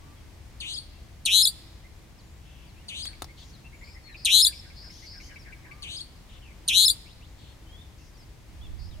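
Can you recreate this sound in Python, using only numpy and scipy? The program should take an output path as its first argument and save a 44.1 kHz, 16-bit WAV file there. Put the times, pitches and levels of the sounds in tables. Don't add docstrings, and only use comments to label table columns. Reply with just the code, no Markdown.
import sys
import numpy as np
from scipy import signal
from scipy.fft import rfft, irfft
from scipy.io import wavfile
from scipy.ndimage import uniform_filter1d

SR = 44100
rng = np.random.default_rng(int(sys.argv[2]) if len(sys.argv) > 2 else 0)


def to_wav(s):
    ch = np.atleast_2d(s).T
    pcm = np.round(np.clip(ch, -1, 1) * 32767)
    wavfile.write(sys.argv[1], SR, pcm.astype(np.int16))


N = 396900
TIME = np.arange(N) / SR


def nightjar(calls, drive, overtones, opening, lag, gape_s, trill_hz, trill_depth, jitter_hz,
             hiss_db, throb, throb_lead, skew):
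    out = np.zeros(N)
    for start, level_db, length, key_hz in calls:
        t = np.arange(0, length, 1 / SR)
        pitch, trilled = call_melody(t / length, opening, lag)
        centre_hz = key_hz * pitch
        depth_hz = trill_depth * centre_hz * trilled
        harsh = depth_hz / depth_hz.max()
        effort_db, bright_db = drive(t, centre_hz, trilled)
        trill = phase_of(trill_hz * (1 - .25 * t + .02 * wander(len(t), 60)))
        swing = np.sin(trill - skew * np.sin(trill))
        hz = centre_hz + depth_hz * swing + jitter_hz * (.28 + harsh) * wander(len(t), 1500)
        phase = phase_of(hz)
        gape = np.minimum(t / gape_s, 1) ** 2
        upper = np.zeros(len(t))
        for k, db in enumerate(overtones, 2):
            cut_db = 11 * np.maximum(5850 - k * hz, 0) / 1000
            upper += amp(db - cut_db) * gape ** (k - 2) * np.sin(k * phase) * (k * hz < SR / 2)
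        upper *= amp(-.8 * harsh * swing)
        high_noise = signal.lfilter([1, -1], [1], rng.standard_normal(len(t)))
        hiss = high_noise * harsh * amp(hiss_db + .33 * bright_db)
        beat = 1 + throb * harsh * np.sin(trill + throb_lead)
        voice = np.sqrt(2) * beat * (np.sin(phase) + amp(bright_db) * upper + hiss)
        add(out, start, amp(level_db + effort_db) * voice * signal.windows.tukey(len(t), .012))
    return out


SCOOP = [(.028, .83), (.085, .68), (.165, .595), (.36, 0.76), (.46, .812), (.72, .875)]
SWOOP = [(.72, 1.07), (.75, 1.132), (.782, 1.135), (.87, .752), (.9, .752), (.952, 1.04), (1.03, .9)]
def call_melody(u, opening, lag):
    scoop_at, scoop = np.transpose(SCOOP)
    swoop_at, swoop = np.transpose(SWOOP)
    turns = np.arange(len(swoop))
    turn = np.interp(u, swoop_at, turns)
    eased = np.floor(turn) + .5 - .5 * np.cos(np.pi * (turn % 1))
    trilled = (u >= scoop_at[0]) & (u < swoop_at[0])
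    late = swoop_at[0] * (u / swoop_at[0]) ** lag
    pitch = np.where(trilled, np.interp(late, scoop_at, scoop), np.interp(eased, turns, swoop))
    pitch[u < scoop_at[0]] = opening
    return uniform_filter1d(pitch, size=110), uniform_filter1d(trilled * 1., size=110)


def push(t, centre_hz, trilled, full_hz, full_db, dull_db_per_khz, pure_db_per_khz, loud_db_per_khz,
         clean_db, onset_db, onset_bright_db, attack_s, release_db, release_s):
    khz = (centre_hz - full_hz) / 1000
    onset = np.maximum(1 - t / attack_s, 0)
    ending = np.maximum(1 - (t[-1] - t) / release_s, 0)
    effort_db = loud_db_per_khz * khz + clean_db * (1 - trilled) + onset_db * onset + release_db * ending
    rich_db = full_db + dull_db_per_khz * np.minimum(khz, 0) - pure_db_per_khz * np.maximum(khz, 0)
    return effort_db, rich_db + onset_bright_db * onset


def near_push(t, centre_hz, trilled):
    effort_db, bright_db = push(
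        t, centre_hz, trilled, full_hz=3708, full_db=-2.5, dull_db_per_khz=21.5, pure_db_per_khz=4.5,
        loud_db_per_khz=-.2, clean_db=-1.5, onset_db=-7, onset_bright_db=8, attack_s=.02,
        release_db=-12, release_s=.006)
    return effort_db, bright_db + 4 * (1 - trilled)


# start in seconds, level in dB, length in seconds, key pitch in Hz.
NEAR_CALLS = [(1.2522, -22.5, .241, 4546), (4.2478, -21, .240, 4585), (6.6775, -22, .243, 4600)]
NEAR_OVERTONES = [1, -3, -13.5]
# frequency in Hz, gain in dB.
NEAR_THROAT = [(1200, -7), (2050, -8.5), (2500, -4.5), (3400, -5), (4000, 1), (4700, -5), (5200, -1),
               (5750, -3), (6450, -6), (8000, -5), (9200, -3), (11200, -5), (13000, -6), (15000, -18.5)]
# centre in Hz, width in Hz, gain in dB.
LEFT_PEAKS = [(4022, 490, 13), (3380, 430, 5.5), (6000, 1900, 8.5), (8350, 200, -13.5), (10930, 1530, 13)]
RIGHT_PEAKS = [(5200, 490, 5.8), (3400, 230, 0.62), (9100, 1200, 1)]
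def near_nightjar():
    voice = nightjar(NEAR_CALLS, near_push, NEAR_OVERTONES, opening=.98, lag=.96, gape_s=.008,
                     trill_hz=198.3, trill_depth=.15, jitter_hz=36, hiss_db=-16.5,
                     throb=.22, throb_lead=-1.477, skew=.15)
    direct = np.array([colour(voice, NEAR_THROAT, peaks) for peaks in (LEFT_PEAKS, RIGHT_PEAKS)])
    spread = colour(voice, NEAR_THROAT)
    ground = scatter(spread, [(3000, .09), (12000, .094)], delay_s=.001)
    return direct + amp(-3) * ground + amp(-24) * field_echo(spread, delay_s=.02)


def far_push(t, centre_hz, trilled):
    return push(t, centre_hz, trilled, full_hz=3630, full_db=-6.5, dull_db_per_khz=11,
                pure_db_per_khz=2, loud_db_per_khz=2, clean_db=-2, onset_db=-1, onset_bright_db=4,
                attack_s=.015, release_db=5, release_s=.022)


# start in seconds, level in dB, length in seconds, key pitch in Hz.
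FAR_CALLS = [(0.6015, -36.5, 0.19, 4390), (2.8825, -38, 0.2, 4377), (5.8222, -39.5, .198, 4370)]
FAR_OVERTONES = [-2.5, -2, -16]
# frequency in Hz, gain in dB.
FAR_THROAT = [(1200, -32), (2300, -3.5), (3200, -3), (4950, -2), (5350, -12), (6100, -0.5), (7200, -6.5),
              (9500, -3.5), (11000, -9.5), (13000, -33)]
def far_nightjar():
    voice = nightjar(FAR_CALLS, far_push, FAR_OVERTONES, opening=1.04, lag=1.16, gape_s=.011,
                     trill_hz=208.3, trill_depth=.18, jitter_hz=100, hiss_db=-26,
                     throb=.2, throb_lead=-1.05, skew=.25)
    voice = colour(voice, FAR_THROAT)
    direct = np.array([amp(5) * voice, amp(-1.5) * np.roll(voice, shift=6)])
    ground = scatter(voice, [(3000, .12), (12000, .25)], delay_s=.001)
    return direct + amp(-1.5) * ground + amp(-16) * field_echo(voice, delay_s=.024)


# start in seconds, level in dB, decay in seconds, ring send in dB.
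CLICKS = [(3.0552, -24.5, 0.00042, -56), (3.221, -22.5, 0.00091, -16.5), (3.2227, -30, 0.0015, -36),
          (3.2438, -34, 0.0014, -20)]
# frequency in Hz, gain in dB, seconds to fall 60 dB.
CLICK_MODES = [(390, -5, 0.054), (704, -9, 0.03), (914, 14.5, 0.011), (1220, 10.5, 0.007), (1690, -10, .02),
               (3670, -4, 0.019)]
# frequency in Hz, gain in dB.
CRACK_EQ = [(200, -11), (1000, 0), (4500, 2.5), (8000, 0.5), (12000, -7.5), (16000, -11)]
def clicks():
    t = TIME[:SR // 10]
    cracks, rings = np.zeros((2, N))
    body = sum(amp(db - 60 * t / t60) * np.sin(2 * np.pi * hz * t) for hz, db, t60 in CLICK_MODES)
    for start, db, decay, ring_db in CLICKS:
        add(cracks, start, amp(db) * np.exp(-t / decay) * rng.standard_normal(len(t)))
        add(rings, start, amp(db + ring_db) * body)
    direct = colour(cracks, CRACK_EQ) + rings
    echoes = scatter(direct, [(500, .05), (8000, .043)], delay_s=.001)
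    return direct * amp([[3], [-5]]) + amp(-3) * echoes


def small_birds():
    chorus = np.zeros(N)
    for song in (buzzes, scratches, slurs, whistles, seees, peeps, churr_piks, twitter):
        for start, note in song():
            add(chorus, start, note)
    blur = scatter(chorus, [(2000, .052), (8000, .037)], delay_s=.003)
    echoes = amp(-1.5) * blur + amp(-9.5) * field_echo(chorus, delay_s=.037)
    return chorus * amp([[-.5], [-4.5]]) + echoes * amp([[1], [-1]])


def chirp(length, first_hz, middle_hz, last_hz, db, rasp_hz, flutter_hz=125):
    u = np.linspace(0, 1, max(int(length * SR), 64))
    flutter = np.sin(phase_of(flutter_hz * (1 + .18 * wander(len(u), 60))))
    arc_hz = np.polyval(np.polyfit([0, .5, 1], [first_hz, middle_hz, last_hz], 2), u)
    hz = arc_hz + rasp_hz * (flutter + .595 * wander(len(u), 900))
    return amp(db) * np.sqrt(2) * np.sin(phase_of(hz)) * signal.windows.tukey(len(u), .35)


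def crackly(length, first_hz, last_hz, db, spike_hz, spikes_per_s, crest, spread, fade_db):
    u = np.linspace(0, 1, int(length * SR))
    turns = np.cumsum(spikes_per_s * (1 + .096 * wander(len(u), 80))) / SR + rng.random()
    flicks = (np.sin(np.pi * turns) ** 4 - .3) * np.exp(-((u - crest) / spread) ** 2)
    hz = first_hz + (last_hz - first_hz) * u + spike_hz * flicks
    envelope = amp(db + fade_db * abs(u - crest)) * signal.windows.tukey(len(u), .1)
    return envelope * np.sqrt(2) * np.sin(phase_of(hz))


# start of the pik in seconds, pik level in dB, churr level in dB, key pitch in Hz.
CHURR_PIKS = [(3.129, -52, -59, 2250), (4.143, -42.5, -54, 2500), (4.523, -47, -55.5, 2350),
              (4.699, -53.5, -59.5, 2200), (4.894, -56, -61, 2170), (5.199, -48, -57, 2216),
              (5.357, -44.5, -53, 2260), (5.522, -44.5, -52.5, 2260), (5.71, -44.5, -54, 2280)]
def churr_piks():
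    for start, pik_db, churr_db, hz in CHURR_PIKS:
        yield start - .073, crackly(.066, .94 * hz, .66 * hz, churr_db, spike_hz=850,
                                    spikes_per_s=130, crest=.408, spread=.26, fade_db=-9)
        yield start + .00096, crackly(.0198, 1.02 * hz, .97 * hz, pik_db, spike_hz=480,
                                      spikes_per_s=210, crest=.14, spread=.24, fade_db=-14.5)


# start in seconds, pitch in Hz, level in dB.
PEEPS = [(1.835, 2080, -60.5), (3.28, 2160, -57), (3.64, 2725, -56.5), (3.722, 2260, -55.5),
         (3.809, 2134, -53), (3.865, 2386, -55.5), (3.946, 2074, -53.5), (5.02, 2126, -54.5)]
def peeps():
    for start, hz, db in PEEPS:
        yield start, chirp(.036, .92 * hz, hz, .976 * hz, db, rasp_hz=86.3)


# start in seconds, length in seconds, level in dB.
BUZZES = [(3.824, .125, -58.5), (4.153, 0.14, -54), (4.477, 0.12, -50.5), (4.745, 0.16, -51.5),
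          (5.045, .135, -49.5), (8.778, 0.11, -59)]
def buzzes(hz=4850, rise=.05, tick_s=.011):
    top_hz = hz * (1 + rise)
    for start, length, db in BUZZES:
        yield start, chirp(length, hz * (1 - rise), hz, top_hz, db, rasp_hz=314)
        tick = chirp(tick_s, top_hz, 1.03 * top_hz, .915 * top_hz, db + 3, rasp_hz=115)
        yield start + length - tick_s / 2, tick


# start in seconds, length in seconds, pitch in Hz, level in dB.
SCRATCHES = [(2.416, .29, 2933, -64), (3.364, 0.089, 3830, -55), (3.365, .17, 5700, -62.5),
             (4.89, 0.2, 5400, -55), (4.875, 0.22, 3590, -62.5), (5.192, 0.11, 5570, -56),
             (6.277, .12, 3268, -59.5), (7.363, 0.18, 3670, -61), (7.963, 0.15, 5600, -65.5)]
def scratches(depth=.145):
    for start, length, hz, db in SCRATCHES:
        yield start, chirp(length, hz, hz, hz, db, depth * hz, flutter_hz=92)
        yield start, chirp(length, 2 * hz, 2 * hz, 2 * hz, db - 14.5, 2 * depth * hz, flutter_hz=90)


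# start and length in seconds, first and last pitch in Hz, level in dB.
SLURS = [(2.179, 0.038, 5670, 3610, -63.5), (3.527, .036, 4620, 3800, -58.5),
         (5.383, 0.062, 5840, 4470, -59.5), (6.405, 0.13, 3230, 2070, -60),
         (7.047, 0.086, 2000, 4600, -60.5), (7.195, .076, 1994, 4600, -62), (8.161, 0.083, 5870, 4470, -63),
         (8.9, 0.065, 4300, 2660, -62.5)]
def slurs():
    for start, length, first_hz, last_hz, db in SLURS:
        yield start, chirp(length, first_hz, np.sqrt(first_hz * last_hz), last_hz, db, rasp_hz=140)


# start and length in seconds, first, middle and last pitch in Hz, level in dB.
WHISTLES = [(0.0, 0.16, 1086, 1165, 1170, -66.5), (2.755, .072, 2210, 2770, 2940, -64),
            (4.021, .15, 4320, 4210, 3500, -58), (5.215, 0.13, 2800, 3150, 2600, -64),
            (5.64, .23, 880, 1200, 1030, -62.5), (7.654, .19, 3000, 3335, 3740, -59),
            (8.602, 0.076, 3020, 3540, 3110, -58), (8.938, .09, 538, 620, 640, -61)]
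def whistles():
    for start, length, *arc_hz, db in WHISTLES:
        yield start, chirp(length, *arc_hz, db, rasp_hz=.011 * length)


# start in seconds, level in dB.
SEEES = [(2.196, -74), (3.72, -70), (7.25, -74.5)]
def seees():
    for start, db in SEEES:
        yield start, chirp(.23, first_hz=6700, middle_hz=7250, last_hz=7650, db=db, rasp_hz=45)


def twitter(per_s=1.7, low_hz=2320, high_hz=5300):
    for when, height, bend in rng.random((round(per_s * N / SR), 3)):
        hz = low_hz * (high_hz / low_hz) ** height
        first_hz, last_hz = hz * (.87 + .33 * bend), hz * (1 - .22 * bend)
        yield when * N / SR, chirp(.05, first_hz, hz, last_hz, db=-68, rasp_hz=55)


# time in seconds, level on the right in dB.
WIND_SWELL = [(8.4, -60.5), (8.65, -38), (8.85, -33.5), (9.0, -39)]
def breeze():
    buffet_eq = [(10, -3), (35, 3.5), (80, 3), (160, -13), (300, -35.5), (800, -51), (3000, -65.5)]
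    buffet = np.array([unit(colour(rng.standard_normal(N), buffet_eq)) for _ in range(2)])
    return buffet * amp([[-11], [0]]) * amp(np.interp(TIME, *np.transpose(WIND_SWELL)))


# frequency in Hz, relative level in dB.
AIR_EQ = [(12, -29.5), (20, -9.5), (60, 0), (241, -18.5), (301, -19), (328, -17), (357, -23), (976, -28.5),
          (1440, -32), (2080, -29.5), (2750, -32.5), (3440, -33.5), (3950, -34), (5530, -35.5),
          (16000, -48)]
# frequency in Hz, left-right likeness from 0 to 1.
AIR_LIKENESS = [(60, 0.94), (150, 0.87), (380, 0.4), (950, 0.51), (2380, 0.22), (5980, 0.18), (15000, 0.77)]
# frequency in Hz, left minus right in dB.
AIR_BALANCE = [(60, 2.5), (150, 1.5), (380, 0.5), (950, 5.5), (2380, 1.0), (5980, 0.5), (15000, 0.5)]
def air():
    hz = np.fft.rfftfreq(N, 1 / SR)
    left, other = rfft(rng.standard_normal((2, N)))
    likeness = np.clip(read(AIR_LIKENESS, hz), -1, 1)
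    right = likeness * left + np.sqrt(1 - likeness ** 2) * other
    gain = amp(read(AIR_EQ, hz) + np.array([[.5], [-.5]]) * read(AIR_BALANCE, hz))
    bed = unit(irfft(np.array([left, right]) * gain, N))
    hum = np.sin(phase_of(331 + 3 * wander(N, 5.3))) * (1 + .86 * wander(N, 5))
    return amp(-47.5) * bed * amp(.5 * wander(N, 3.2)) + amp(-73) * hum


# frequency in Hz, seconds to fall 60 dB.
FIELD_DECAY = [(500, 0.92), (3500, 0.93), (5000, 1), (7000, 0.69), (11000, 0.6), (16000, 0.7)]
def field_echo(x, delay_s):
    return scatter(x, FIELD_DECAY, delay_s)


def scatter(x, t60_points, delay_s):
    taps = rng.standard_normal((2, SR)) * (rng.random((2, SR)) < .1) * (TIME[:SR] > delay_s)
    hz, t, bands = signal.stft(taps, SR, nperseg=256)
    decay = amp(-60 * t / read(t60_points, hz)[:, None])
    tail = signal.istft(bands * decay, SR, nperseg=256)[1]
    tail /= np.linalg.norm(tail, axis=1, keepdims=True)
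    return signal.fftconvolve(x[None], tail, axes=1)[:, :N]


def colour(x, points, peaks=(), size=2048):
    hz = abs(np.fft.fftfreq(size, 1 / SR))
    bells_db = sum(db * .5 ** ((2 * (hz - centre) / width) ** 2) for centre, width, db in peaks)
    log_gain = np.log(amp(read(points, hz) + bells_db))
    taps = np.fft.ifft(np.exp(signal.hilbert(log_gain).conj())).real
    return signal.oaconvolve(x, taps)[:N]


def wander(size, rate_hz):
    hz = np.fft.rfftfreq(size, 1 / SR)
    return unit(irfft(rfft(rng.standard_normal(size)) * np.exp(-(hz / rate_hz) ** 2), size))


def read(points, hz):
    point_hz, value = np.transpose(points)
    return np.interp(np.log(hz + 1), np.log(point_hz + 1), value)


def add(mix, start, sound):
    part = mix[max(round(start * SR), 0):][:len(sound)]
    part += sound[:len(part)]


def phase_of(hz):
    return 2 * np.pi * np.cumsum(hz) / SR


def amp(db):
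    return 10 ** (np.asarray(db) / 20)


def unit(x):
    return x / np.sqrt(np.mean(x ** 2) + 1e-20)


def scene():
    return near_nightjar() + far_nightjar() + small_birds() + clicks() + air() + breeze()


def record(dry):
    lowpass = signal.firwin(511, 15900, window=("kaiser", 9), fs=SR)
    return signal.oaconvolve(dry, lowpass[None], "same")


dry = scene()
out = record(dry)
to_wav(out)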